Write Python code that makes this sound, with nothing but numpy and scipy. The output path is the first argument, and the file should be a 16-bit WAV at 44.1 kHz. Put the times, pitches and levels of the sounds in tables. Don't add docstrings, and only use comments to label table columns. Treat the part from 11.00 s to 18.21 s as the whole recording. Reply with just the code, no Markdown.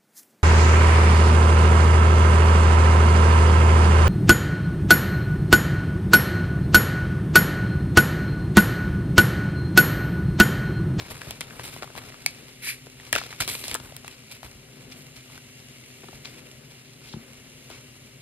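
import sys
import numpy as np
from scipy import signal
from scipy.fft import rfft, irfft
from scipy.io import wavfile
from scipy.ndimage import uniform_filter1d

SR = 44100
rng = np.random.default_rng(int(sys.argv[2]) if len(sys.argv) > 2 else 0)


def wav_record(signal):
    frames = np.transpose(np.atleast_2d(signal))
    bounded = np.clip(frames, -1, 1)
    quanta = np.round(bounded * 32767).astype(np.int16)
    wavfile.write(sys.argv[1], SR, quanta)


N = 317961

# frequency in Hz, gain in dB.
SIZZLE_COLOUR = [(700, -25), (1600, -14), (2150, 0), (2450, -4.5), (2800, 3), (3300, -6.5), (5500, -7),
                 (7400, -6), (7900, -12.5), (9500, -10.5), (12000, -12.5), (14400, -13), (15000, -22),
                 (16050, -55)]
# frequency in Hz, gain in dB.
AIR_COLOUR = [(25, -0.5), (45, -1), (90, 0), (125, -8), (146, 13.5), (165, -5), (250, -0.5), (290, -5.5),
              (550, -8.5), (900, -19.5), (1800, -12.5), (4000, -58)]
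# frequency in Hz, mean level in dB rms.
HUM_TONES = [(49.1, -68), (98.3, -69), (119.8, -61), (127.9, -59), (219.4, -69), (239.8, -72), (255.7, -63),
             (383.5, -74), (391.5, -72)]
SIZZLE_DB, AIR_DB = -52.5, -55.5

# time in seconds, rustle in dB, body in dB.
BUSY_LEVELS = [(0, -50.5, -45), (0.4, -49, -47.5), (0.8, -53, -48), (1.2, -52, -53.5), (1.55, -55.5, -63.5),
               (2.1, -53, -54), (2.3, -49.5, -51), (2.76, -43.5, -55), (2.78, -54.5, -46),
               (3.4, -55.5, -63), (4.22, -58, -61), (4.365, -48, -49), (4.395, -60.5, -61.5),
               (5.1, -54.5, -62), (7.21, -57.5, -62.5)]
BUSY_TREBLE_DB = -7
# start in seconds, peak gain in dB, fade in dB/s, treble in relative dB, body in relative dB.
TUGS = [(0.099, -46.5, 67, -1.5, 5), (0.508, -57, 77, 5.5, 11.5), (0.631, -42, 73, -2, -24),
        (0.958, -43.5, 159, -3.5, 6.5), (1.267, -43, 149, -7, -25), (2.131, -32.5, 119, -10, -9),
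        (2.4, -28, 217, -6, -13), (2.479, -32, 150, 0, -17), (2.53, -46, 55, 7, -25),
        (2.636, -35, 130, -5, -16), (2.68, -44.5, 200, -16, -4.5), (2.712, -41, 308, -12, 4),
        (3.06, -49, 98, -7, -4), (3.31, -46, 200, -4, -28), (3.427, -50, 109, -1, 5.5),
        (3.913, -41.5, 450, -9, -16), (3.965, -52, 158, 1.5, -23), (4.158, -45, 242, -10, -10),
        (5.244, -42.5, 300, -25, -26), (6.148, -63.5, 70, -15, 15.5), (6.698, -43, 139, -11.5, 1)]
TUG_ATTACK_S = 0.006
# frequency in Hz, gain in dB.
RUSTLE_COLOUR = [(1100, -14.5), (1800, -7), (2300, 4.5), (3300, -0.5), (5000, -0.5), (7000, -9),
                 (8500, -21), (11000, -76)]
# frequency in Hz, gain in dB.
TREBLE_COLOUR = [(5000, -31), (7500, 8), (10000, 9), (13000, 10), (14400, 10.5), (15000, 3), (16050, -30)]
# frequency in Hz, gain in dB.
BODY_COLOUR = [(30, 13), (60, -0.5), (110, 5.5), (200, -4.5), (350, -9), (700, -15), (1300, -10.5),
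               (2200, -19.5), (4000, -72)]
# frequency in Hz, gain in dB.
GLIDE_COLOUR = [(900, -32), (1500, -12.5), (2350, 4.5), (3300, -11), (4600, -6), (6000, -12), (9000, -13),
                (10500, -7), (12800, -10.5), (14400, -15), (14900, -40), (16050, -70)]
GLIDE_START_S, GLIDE_DB = 1.6134, -30.5
GLIDE_ATTACK_S, GLIDE_HOLD_S, GLIDE_FADE_DB_S = 0.059, 0.027, 287
# start in seconds, level in dB, hold in seconds.
SLICES = [(5.846, -60, 0.057), (6.087, -51, .04)]
SLICE_HZ, SLICE_WIDTH_HZ, SLICE_ATTACK_S, SLICE_FADE_DB_S = 3870, 4100, 0.012, 300

CRINKLE_SPAN_S, CRINKLE_COUNT = (0, 1.2), 22
CRINKLE_DB, CRINKLE_SPREAD_DB, CRINKLE_HZ, CRINKLE_TICK_DB = -42, 5, 1400, -13
# start in seconds, burst peak in dB, fold pitch in Hz, tick in dB relative to the burst.
SNAPS = [(0.216, -26, 1530, -8), (0.308, -25, 2620, 5.5), (0.408, -19, 2130, 1), (0.413, -19.5, 2630, -12),
         (0.595, -24, 1420, -31), (0.639, -34, 840, 3), (0.763, -30.5, 584, -7), (0.823, -23.5, 840, -17),
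         (0.83, -25, 1350, -11), (0.842, -31.5, 760, -8), (0.902, -40, 1190, -15), (0.952, -31.5, 816, -5),
         (0.977, -27, 2000, -6), (0.983, -29.5, 2320, -10), (1.017, -36, 1300, -15),
         (1.101, -36, 2300, -15), (1.142, -32.5, 1210, -16), (1.633, -39, 1610, -6),
         (1.672, -27.5, 4000, -15), (1.868, -33.5, 443, -22), (1.999, -31.5, 1920, -21),
         (2.128, -7.5, 1740, 3), (2.152, -10.5, 2300, -9), (2.161, -10.5, 1350, -4),
         (2.179, -18.5, 2780, -20), (2.184, -17, 1640, -6), (2.214, -26, 1130, -22),
         (2.327, -27.5, 1460, -23), (2.4035, -16.5, 1540, 3.5), (2.419, -21, 3880, -27),
         (2.426, -26, 3900, -20), (2.477, -17.5, 2870, 1), (2.489, -19, 3900, -10), (2.493, -31, 3300, -12),
         (2.551, -21, 3070, -20), (2.639, -20, 3070, -14), (2.681, -21, 4000, 3), (2.713, -19.5, 2540, -2),
         (2.743, -29.5, 2060, 20.5), (2.749, -20.5, 1230, -8), (2.752, -24.5, 680, 10.5),
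         (2.758, -24.5, 1280, -8), (2.799, -30, 3430, -50), (2.922, -34, 547, -31), (2.965, -32, 2420, 12),
         (3.045, -30.5, 980, -18), (3.079, -25.5, 1930, 1.5), (3.43, -30, 1220, -5), (4.299, -43, 895, -10),
         (4.377, -34.5, 1320, -1), (5.041, -39.5, 690, -25), (6.701, -33, 527, -1)]
FOLD_WIDTH = 0.9

# start in seconds, ring peak in dB, slap in dB relative to the ring, favoured
# pitch in Hz (board modes nearer to it ring louder).
KNOCKS = [(0.269, -30, -12, 120), (0.532, -45, 6, 121), (0.615, -45, -17, 108), (2.799, -38.5, 1.5, 132),
          (3.44, -35, -29, 78.1), (3.546, -38, -24, 119), (5.033, -44.5, 5, 300), (5.084, -41, 5, 300),
          (5.129, -39, 0.5, 45.8), (6.136, -28.5, -7, 153), (6.159, -31, -20, 168)]
# frequency in Hz, level in dB, T60 in seconds.
BOARD_MODES = [(60, 7, 0.05), (144.5, 3.5, 0.041), (225, -7, 0.17), (338, 5, 0.03)]

# start in seconds, ring peak in dB.
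POPS = [(1.262, -3)]
# frequency in Hz, level in dB, T60 in seconds.
FILM_MODES = [(2200, 2, .014), (2600, -4, .009), (4700, 6, .007), (750, -17, .014), (6100, 2, .006)]

ROOM_T60_S, ROOM_DB = 0.15, -10
# frequency in Hz, correlation (no unit).
DIFFUSE_ALIKE = [(170, .97), (500, .8), (900, .35), (1500, .4), (2500, .7), (3700, .4), (5200, .83),
                 (8000, .8), (9700, .94), (12000, .78), (14500, .93)]
# frequency in Hz, correlation (no unit).
NEAR_ALIKE = [(1400, .95), (2500, .9), (4600, .5), (6000, .65), (7500, .93), (12000, .9)]
# frequency in Hz, gain in dB.
LEFT_GAIN = [(40, -4), (170, 3), (400, 7.5), (700, 8), (1300, 5), (2100, 1), (5000, 0.25)]
# frequency in Hz, lead in radians.
LEFT_PHASE = [(600, 0), (1100, -.5), (1900, .1), (2900, -.3), (3500, 1.7), (4000, 2.4), (4500, -.2),
              (6200, .1), (9600, -.5), (14600, -.85)]
PORT_LAG_SAMPLES = 4
LOW_CUT_HZ, TOP_HZ = 44, 16550


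def undb(db):
    return 10 ** (np.asarray(db) / 20)


def along(table, n):
    hz, value = np.transpose(table)
    bin_hz = np.arange(n // 2 + 1) * SR / n
    return np.interp(np.log(bin_hz + 1), np.log(hz), value)


def colour(x, table):
    y = irfft(rfft(x) * undb(along(table, x.shape[-1])), x.shape[-1])
    return y / np.sqrt(np.mean(y ** 2))


def ports(source, alike=DIFFUSE_ALIKE):
    other, right = rfft(source()), rfft(source())
    share = along(alike, N)
    left = share * other + np.sqrt(1 - share ** 2) * right
    return np.array([irfft(left, N), irfft(other, N)])


def band(x, hz, width_hz):
    b, a = signal.iirpeak(min(hz, SR / 2.3), hz / width_hz, SR)
    return signal.lfilter(b, a, x)


def steep(x, hz, width_hz):
    return band(band(x, hz, width_hz), hz, width_hz)


def walk(rate_hz):
    hold = int(SR / rate_hz)
    steps = np.repeat(rng.standard_normal(N // hold + 1), hold)
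    return 1.67 * uniform_filter1d(uniform_filter1d(steps, hold), hold)[:N]


def grains(rate_hz, spread_db, smear_s, hiss):
    size_db = np.minimum(spread_db * rng.exponential(size=N), 5 * spread_db)
    clicks = (rng.random(N) < rate_hz / SR) * undb(size_db)
    fade = signal.lfilter([1], [1, -np.exp(-1 / (smear_s * SR))], clicks)
    return (fade / np.sqrt(np.mean(fade ** 2)) + hiss) * rng.standard_normal(N)


def curve(rows):
    s, *columns = np.transpose(rows)
    t = np.arange(N) / SR
    return [undb(np.interp(t, s, db, -120, -120)) for db in columns]


def swell(s, db, attack_s, hold_s, fade_db_s):
    t = np.arange(N) / SR - s
    fade_s = np.maximum(t - attack_s - hold_s, 0)
    return np.clip(t / attack_s, 0, 1) * undb(db - fade_db_s * fade_s)


def add(out, s, x, db):
    i = int(s * SR)
    out[i:i + len(x)] += (x * undb(db) / np.abs(x).max())[:len(out) - i]


def ring(modes, n):
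    t = np.arange(n) / SR
    chance = rng.standard_normal((len(modes), 2))
    out = np.zeros(n)
    for (hz, db, t60_s), (detune, phase) in zip(modes, chance):
        tone = np.sin(2 * np.pi * hz * (1 + 0.01 * detune) * t + 2 * phase)
        out += undb(db) * tone * 1000 ** (-t / t60_s)
    return out


def kitchen():
    fat = ports(lambda: grains(250, 5.5, 0.001, hiss=3.5))
    pot = colour(fat, SIZZLE_COLOUR) * undb(SIZZLE_DB + 0.61 * walk(2.29))
    air = colour(ports(lambda: rng.standard_normal(N)), AIR_COLOUR)
    air = air * undb(AIR_DB + 1.5 * walk(3.4))
    turn = 2 * np.pi * np.arange(N) / SR
    hum = np.zeros(N)
    for hz, db in HUM_TONES:
        hum += undb(db + 1.5 * walk(6)) * np.sqrt(2) * np.sin(hz * turn)
    return pot + air + hum


def rustle(creases):
    busy, low = curve(BUSY_LEVELS)
    power = np.array([busy, busy * undb(BUSY_TREBLE_DB), low]) ** 2
    for s, db, fade_db_s, treble_db, body_db in TUGS:
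        tug = swell(s, db, TUG_ATTACK_S, 0, fade_db_s)
        power += np.outer(undb([0, treble_db, body_db]), tug) ** 2
    mid, treble, body = np.sqrt(power)
    out = mid * colour(creases, RUSTLE_COLOUR)
    out += treble * colour(creases, TREBLE_COLOUR)
    return out + body * colour(creases, BODY_COLOUR)


def slices(creases):
    stroke = np.zeros(N)
    for s, db, hold_s in SLICES:
        stroke += swell(s, db, SLICE_ATTACK_S, hold_s, SLICE_FADE_DB_S)
    fibres = steep(creases, SLICE_HZ, SLICE_WIDTH_HZ)
    return stroke * fibres / fibres.std()


def blade_glide():
    gain = swell(GLIDE_START_S, GLIDE_DB, GLIDE_ATTACK_S, GLIDE_HOLD_S, GLIDE_FADE_DB_S)
    gain = gain * undb(1.2 * walk(59.1))
    hiss = ports(lambda: grains(1100, 2.3, 0.0011, hiss=3.1), NEAR_ALIKE)
    return gain * colour(hiss, GLIDE_COLOUR)


def handling():
    flutter = undb(2.1 * walk(40))
    creases = ports(lambda: grains(700, 3.6, 0.0015, hiss=0.85) * flutter, NEAR_ALIKE)
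    return rustle(creases) + slices(creases) + blade_glide()


def crinkles():
    start_s = rng.uniform(*CRINKLE_SPAN_S, CRINKLE_COUNT)
    size, pitch, tick = rng.standard_normal((CRINKLE_COUNT, 3)).T
    peak_db = CRINKLE_DB + CRINKLE_SPREAD_DB * size
    fold_hz = CRINKLE_HZ * 2 ** (0.7 * pitch)
    return list(zip(start_s, peak_db, fold_hz, CRINKLE_TICK_DB + 6 * tick))


def snaps(rows):
    out, t = np.zeros(N), np.arange(1500) / SR
    for s, db, hz, tick_db in rows:
        noise = rng.standard_normal((2, len(t)))
        burst = noise[0] * t * np.exp(-t / 0.0011)
        fold = steep(burst, hz, FOLD_WIDTH * hz) + 0.51 * steep(burst, 900, 4100)
        add(out, s, fold, db)
        tick = steep(noise[1] * t * np.exp(-t / 0.00048), 8400, 11300)
        add(out, s, tick, db + tick_db)
    return out


def knocks():
    out, t = np.zeros(N), np.arange(6000) / SR
    for s, db, slap_db, spot_hz in KNOCKS:
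        modes = []
        for hz, mode_db, t60_s in BOARD_MODES:
            octaves_off = abs(np.log2(hz / spot_hz))
            modes.append((hz, mode_db - 9 * octaves_off, t60_s))
        push = np.minimum(t / 0.004, 1)
        add(out, s + 0.0041, ring(modes, len(t)) * push, db)
        slap = band(rng.standard_normal(len(t)) * t * np.exp(-t / 0.0018), 750, 800)
        add(out, s, slap, db + slap_db)
    return out


def pop():
    out, t = np.zeros(N), np.arange(1500) / SR
    for s, db in POPS:
        onset = np.sin(np.pi / 2 * np.minimum(t / 0.0006, 1)) ** 2
        add(out, s, ring(FILM_MODES, len(t)) * onset, db)
        tick = band(rng.standard_normal(len(t)) * np.exp(-t / 0.0014), 10000, 9000)
        add(out, s, tick, db - 4)
    return out


def room(hits):
    t = np.arange(int(0.4 * SR)) / SR
    noise = ports(lambda: rng.standard_normal(N))[:, :len(t)]
    tail = noise * 1000 ** (-t / ROOM_T60_S) * np.minimum(t / 0.008, 1)
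    tail = band(tail / np.sqrt(np.sum(tail[1] ** 2)), 2800, 4000)
    return undb(ROOM_DB) * signal.fftconvolve(hits, tail, axes=1)[:, :N]


def scene():
    rows = SNAPS + crinkles()
    hits = ports(lambda: snaps(rows), NEAR_ALIKE) + knocks() + pop()
    return kitchen() + handling() + hits + room(hits)


def record(dry):
    lag = 2 * np.pi * PORT_LAG_SAMPLES * np.arange(N // 2 + 1) / N
    turn = along(LEFT_PHASE, N) - lag
    left = irfft(rfft(dry[0]) * undb(along(LEFT_GAIN, N)) * np.exp(1j * turn), N)
    low_cut = signal.butter(4, LOW_CUT_HZ, "high", fs=SR, output="sos")
    sound = signal.sosfilt(low_cut, np.array([left, dry[1]]))
    top_cut = signal.ellip(10, 0.2, 80, TOP_HZ, fs=SR, output="sos")
    return signal.sosfilt(top_cut, sound)


dry = scene()
out = record(dry)
wav_record(out)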